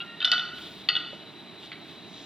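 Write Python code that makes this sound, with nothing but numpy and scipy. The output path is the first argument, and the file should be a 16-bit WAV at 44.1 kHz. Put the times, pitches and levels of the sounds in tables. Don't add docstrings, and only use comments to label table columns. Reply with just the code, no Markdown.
import sys
import numpy as np
from scipy import signal
from scipy.fft import rfft, irfft
from scipy.io import wavfile
from scipy.ndimage import uniform_filter1d

SR = 44100
rng = np.random.default_rng(int(sys.argv[2]) if len(sys.argv) > 2 else 0)


def file_out(sig):
    cols = np.atleast_2d(sig).T
    lim = np.clip(cols, -1, 1)
    pcm = np.round(lim * 32767).astype(np.int16)
    wavfile.write(sys.argv[1], SR, pcm)


N = 99225
CONTACT_S = 0.00038


def undb(db):
    return 10 ** (np.asarray(db) / 20)


def over_hz(points, hz):
    p = np.array(points, float)
    return np.interp(np.log(np.maximum(hz, 1)), np.log(p[:, 0]), p[:, 1])


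def noise(colour):
    gain = undb(over_hz(colour, np.fft.rfftfreq(N, 1 / SR)))
    y = irfft(rfft(rng.standard_normal(N)) * gain, N)
    return y / y.std()


def walk(rate_hz):
    width = int(SR / rate_hz)
    y = uniform_filter1d(rng.standard_normal(N), width, mode="wrap")
    y = uniform_filter1d(y, width, mode="wrap")
    return y / y.std()


def swell(at_s, half_s):
    return np.exp(-((np.arange(N) / SR - at_s) / half_s) ** 2)


def add(track, sound, at_s):
    i = max(int(at_s * SR), 0)
    track[i:] += sound[:N - i]


def ring(modes, pitch=1):
    t = np.arange(N // 8) / SR
    y = sum((-1) ** k * undb(db) * np.sin(2 * np.pi * hz * pitch * t) * np.exp(-np.log(1000) * t / t60_s)
            for k, (hz, db, t60_s) in enumerate(modes))
    attack = 1 - np.exp(-(t / CONTACT_S) ** 2)
    return np.pad(y * attack, (0, N - len(t)))


def burst(source, decay_s):
    t = np.arange(N // 16) / SR
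    start = rng.integers(N - len(t))
    attack = 1 - np.exp(-(t / CONTACT_S) ** 2)
    y = source[start:start + len(t)] * np.exp(-t / decay_s) * attack
    return np.pad(y, (0, N - len(t)))


def room(x):
    decay = [(200, .6), (1400, 0.8), (3000, 0.63), (4500, 0.53), (9000, 0.8)]
    reverb_level = [(200, -11.5), (1400, 0), (3000, -3), (3600, -9.5), (4500, -6.5), (6000, -4),
                    (9000, -12), (15000, -14)]
    gap_s, early_s, early_db = 0.007, 0.01, -3
    t, hz = np.arange(N) / SR, np.fft.rfftfreq(N, 1 / SR)
    white = rfft(rng.standard_normal(N))
    centres_hz, t60s_s = np.array(decay).T
    bands = [irfft(white * over_hz(np.c_[centres_hz, share], hz), N) for share in np.eye(len(decay))]
    tail = sum(band * np.exp(-np.log(1000) * t / t60_s) for band, t60_s in zip(bands, t60s_s))
    early = rng.standard_normal(N) * np.exp(-t / early_s)
    echoes = rfft(tail / np.linalg.norm(tail) + undb(early_db) * early / np.linalg.norm(early))
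    flattened = echoes / np.sqrt(uniform_filter1d(np.abs(echoes) ** 2, size=128))
    response = np.zeros(N)
    add(response, irfft(flattened * undb(over_hz(reverb_level, hz)), N), gap_s)
    return x + signal.fftconvolve(x, response[:N // 2])[:N]


def background():
    air_colour = [(28, -49.5), (40, -25), (62, -31.5), (95, -9.5), (120, -10), (147, -3.5), (195, -2.5),
                  (250, -5), (320, -2), (430, -7), (520, -16.5), (620, -9), (1400, -17.5), (1900, -15.5),
                  (3300, -14.5), (3850, -9.5), (4600, -25), (6300, -35), (9000, -37), (16000, -57)]
    common_db, apart_db = -47, -12.5
    common = noise(air_colour)
    apart = np.array([noise(air_colour), noise(air_colour)])
    return undb(common_db) * (common + undb(apart_db) * apart)


def whine():
    tone_hz, wander_hz, tone_db, flicker_db = 3917, 2, -55, 1
    beat_hz, beat_spread_hz, beat_depth = 11, 1.2, 0.6
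    phase = 2 * np.pi * np.cumsum(tone_hz + wander_hz * walk(25)) / SR
    beat = 2 * np.pi * np.cumsum(beat_hz + beat_spread_hz * walk(8.7)) / SR
    amplitude = np.sqrt(2) * undb(tone_db + flicker_db * walk(33))
    return amplitude * (np.sin(phase) + beat_depth * np.sin(phase - beat))


def sleeve():
    # t/s, half length/s, rub/dB, hiss and rumble/dB, swish/dB
    brushes = [(0.594, .05, -49, -67, -78), (0.716, 0.16, -48.5, -64.5, -73.5),
               (1.14, .05, -55.5, -85, -68), (1.646, 0.052, -49, -73, -69), (1.91, 0.067, -55, -70.5, -80),
               (2.23, 0.16, -51.5, -85, -59)]
    # f/Hz, level/dB
    rub_colour = [(500, -11.5), (2000, -18), (3500, 5), (4500, -6.5), (6500, -21), (8500, -22),
                  (16000, -47.5)]
    swish_colour = [(1000, -29), (4000, -5.5), (5500, -1), (7000, -3), (8500, -23.5), (16000, -35)]
    rumble_colour = [(30, -32), (65, -4.5), (110, 2), (250, -22.5), (1000, -70.5)]
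    flicker_db, rumble_over_hiss_db = 1.9, 1.5
    rub = noise(rub_colour) * undb(flicker_db * walk(50))
    swish = noise(swish_colour)
    close = rng.standard_normal((2, N)) + undb(rumble_over_hiss_db) * noise(rumble_colour)
    return sum(swell(at_s, half_s) * (undb(rub_db) * rub + undb(close_db) * close + undb(swish_db) * swish)
               for at_s, half_s, rub_db, close_db, swish_db in brushes)


def tray_bump():
    tray_modes = [(177, -5, 0.11), (340, -3.5, .06), (480, -6.5, 0.044), (592, 1.5, 0.099)]  # f/Hz, level/dB, t60/s
    bump_db = -38.5
    out = np.zeros(N)
    add(out, undb(bump_db) * ring(tray_modes), at_s=1.129)
    return out


def squeak():
    slides = [(0.09, 0.029, -46.5), (.15, .018, -45.5)]
    tone_hz, wander_hz = 1855, 17
    tone = np.sin(2 * np.pi * np.cumsum(tone_hz + wander_hz * walk(150)) / SR)
    return tone * sum(undb(db) * swell(at_s, half_s) for at_s, half_s, db in slides)


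def finger_touches():
    touches = [(.003, -29, -42, .935), (.011, -31, -40.5, .935), (.018, -34, -41.5, .935),
               (0.5821, -44, -39, 1.05), (1.632, -44.5, -46, 0.95), (1.7175, -46, -32.5, .97),
               (1.727, -49, -38, 1.07)]
    bead_modes = [(1492, -10.5, 0.12), (2998, 3, 0.049), (3500, -11, 0.044), (4110, -3.5, 0.023)]
    knock_colour = [(200, -15), (1000, -16), (1400, -3), (3000, -1), (4400, -3.5), (5000, -23.5),
                    (7000, -43.5), (16000, -59.5)]
    out, knock = np.zeros(N), noise(knock_colour)
    for at_s, bead_db, knock_db, pitch in touches:
        body = undb(bead_db) * ring(bead_modes, pitch)
        add(out, body + undb(knock_db) * burst(knock, decay_s=0.0054), at_s)
    return out


def bead_clacks():
    # t/s, bead/dB, base/dB, wire/dB, tick/dB, pitch ratio of bead and base
    clacks = [(0.2035, -21.5, -37, -34.5, -47, 1.024), (.2150, -23, -27, -42, -49.5, 0.89),
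              (.2255, -22, -43, -26, -51, 1.06), (.2458, -8.5, -39, -27, -42.5, 1),
              (.2518, -16.5, -46.5, -22, -13, 1.005), (0.2735, -21, -32, -21.5, -53.5, 1.005),
              (.2805, -26.5, -36, -29.5, -60.5, 1.005), (0.3162, -16.5, -10.5, -35.5, -15.5, 1.01),
              (.3245, -16, -19.5, -17.5, -31, 1.01), (.3320, -22, -31, -15, -50, 1.1),
              (.3790, -17.5, -31, -27.5, -54, 1), (.3940, -20, -45.5, -27, -61, 1),
              (0.8878, -19.5, -9.5, -40, -36, 1), (0.8969, -35.5, -22.5, -27.5, -47, 1.056),
              (.9522, -15.5, -48, -31.5, -65, 0.98), (.9642, -14, -35, -25.5, -62, 0.99)]
    # f/Hz, level/dB, t60/s
    bead_modes = [(1970, -26.5, 0.056), (2987, -7.5, 0.069), (3394, -7.5, 0.024), (3549, -1, 0.039),
                  (3650, -14, 0.039), (3843, -11, 0.037), (4370, -12.5, 0.026)]
    base_modes = [(706, -33.5, 0.091), (1005, -32, 0.036), (1239, -22, 0.075), (1350, -23, 0.053),
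                  (1934, -14, 0.061), (2640, -11, 0.056), (2920, -2, 0.024), (2993, -5, 0.038),
                  (3516, -2, 0.028), (4366, -0.5, 0.027), (4546, -5, 0.021), (4700, -12.5, 0.021)]
    wire_modes = [(714, -22.5, 0.13), (1258, -16.5, 0.079), (1374.6, -8.5, 0.061), (1457, -4.5, 0.085),
                  (1986, -27.5, 0.041)]
    # f/Hz, level/dB
    crack_colour = [(150, -26.5), (700, -10), (1500, -18.5), (2300, -7.5), (3200, -3.5), (4400, -12),
                    (5200, -15.5), (6200, -21.5), (7000, -33.5), (10000, -57), (16000, -60)]
    tick_colour = [(1000, -25), (3800, 1.5), (5800, -1.5), (7000, -9.5), (8400, -16), (9400, -11.5),
                   (12000, -26.5), (16000, -38.5)]
    crack_re_force_db = -20.5
    out, crack_noise, tick_noise = np.zeros(N), noise(crack_colour), noise(tick_colour)
    for at_s, bead_db, base_db, wire_db, tick_db, pitch in clacks:
        bead = undb(bead_db) * ring(bead_modes, pitch)
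        base = undb(base_db) * ring(base_modes, pitch)
        wire = undb(wire_db) * ring(wire_modes)
        force = np.hypot(undb(bead_db), undb(base_db))
        crack = force * undb(crack_re_force_db) * burst(crack_noise, decay_s=0.0047)
        tick = undb(tick_db) * burst(tick_noise, decay_s=0.00077)
        add(out, bead + base + wire + crack + tick, at_s)
    return out


def scene():
    toy = bead_clacks() + finger_touches() + squeak() + tray_bump()
    return room(toy) + background() + whine() + sleeve()


def record(dry):
    port_level = [(60, -5), (300, -3.5), (1450, -2), (2400, -0.8), (4400, 1.5), (8000, -3.5), (15000, -4)]
    port_phase = [(100, 0.5), (430, 0.43), (1400, 0.42), (3000, 0.4), (4200, -1.13), (5000, -0.94),
                  (7700, -2.5), (11000, -2.1), (15000, -.5)]
    hiss_db, top_hz = -73.5, 16000
    hz = np.fft.rfftfreq(N, 1 / SR)
    side = np.array([[1], [-1]]) / 2
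    ports = undb(side * over_hz(port_level, hz)) * np.exp(1j * side * over_hz(port_phase, hz))
    y = irfft(rfft(dry) * ports, N) + undb(hiss_db) * rng.standard_normal((2, N))
    lowpass = signal.ellip(10, 0.2, 70, top_hz, fs=SR, output="sos")
    return signal.sosfilt(lowpass, y)


dry = scene()
out = record(dry)
file_out(out)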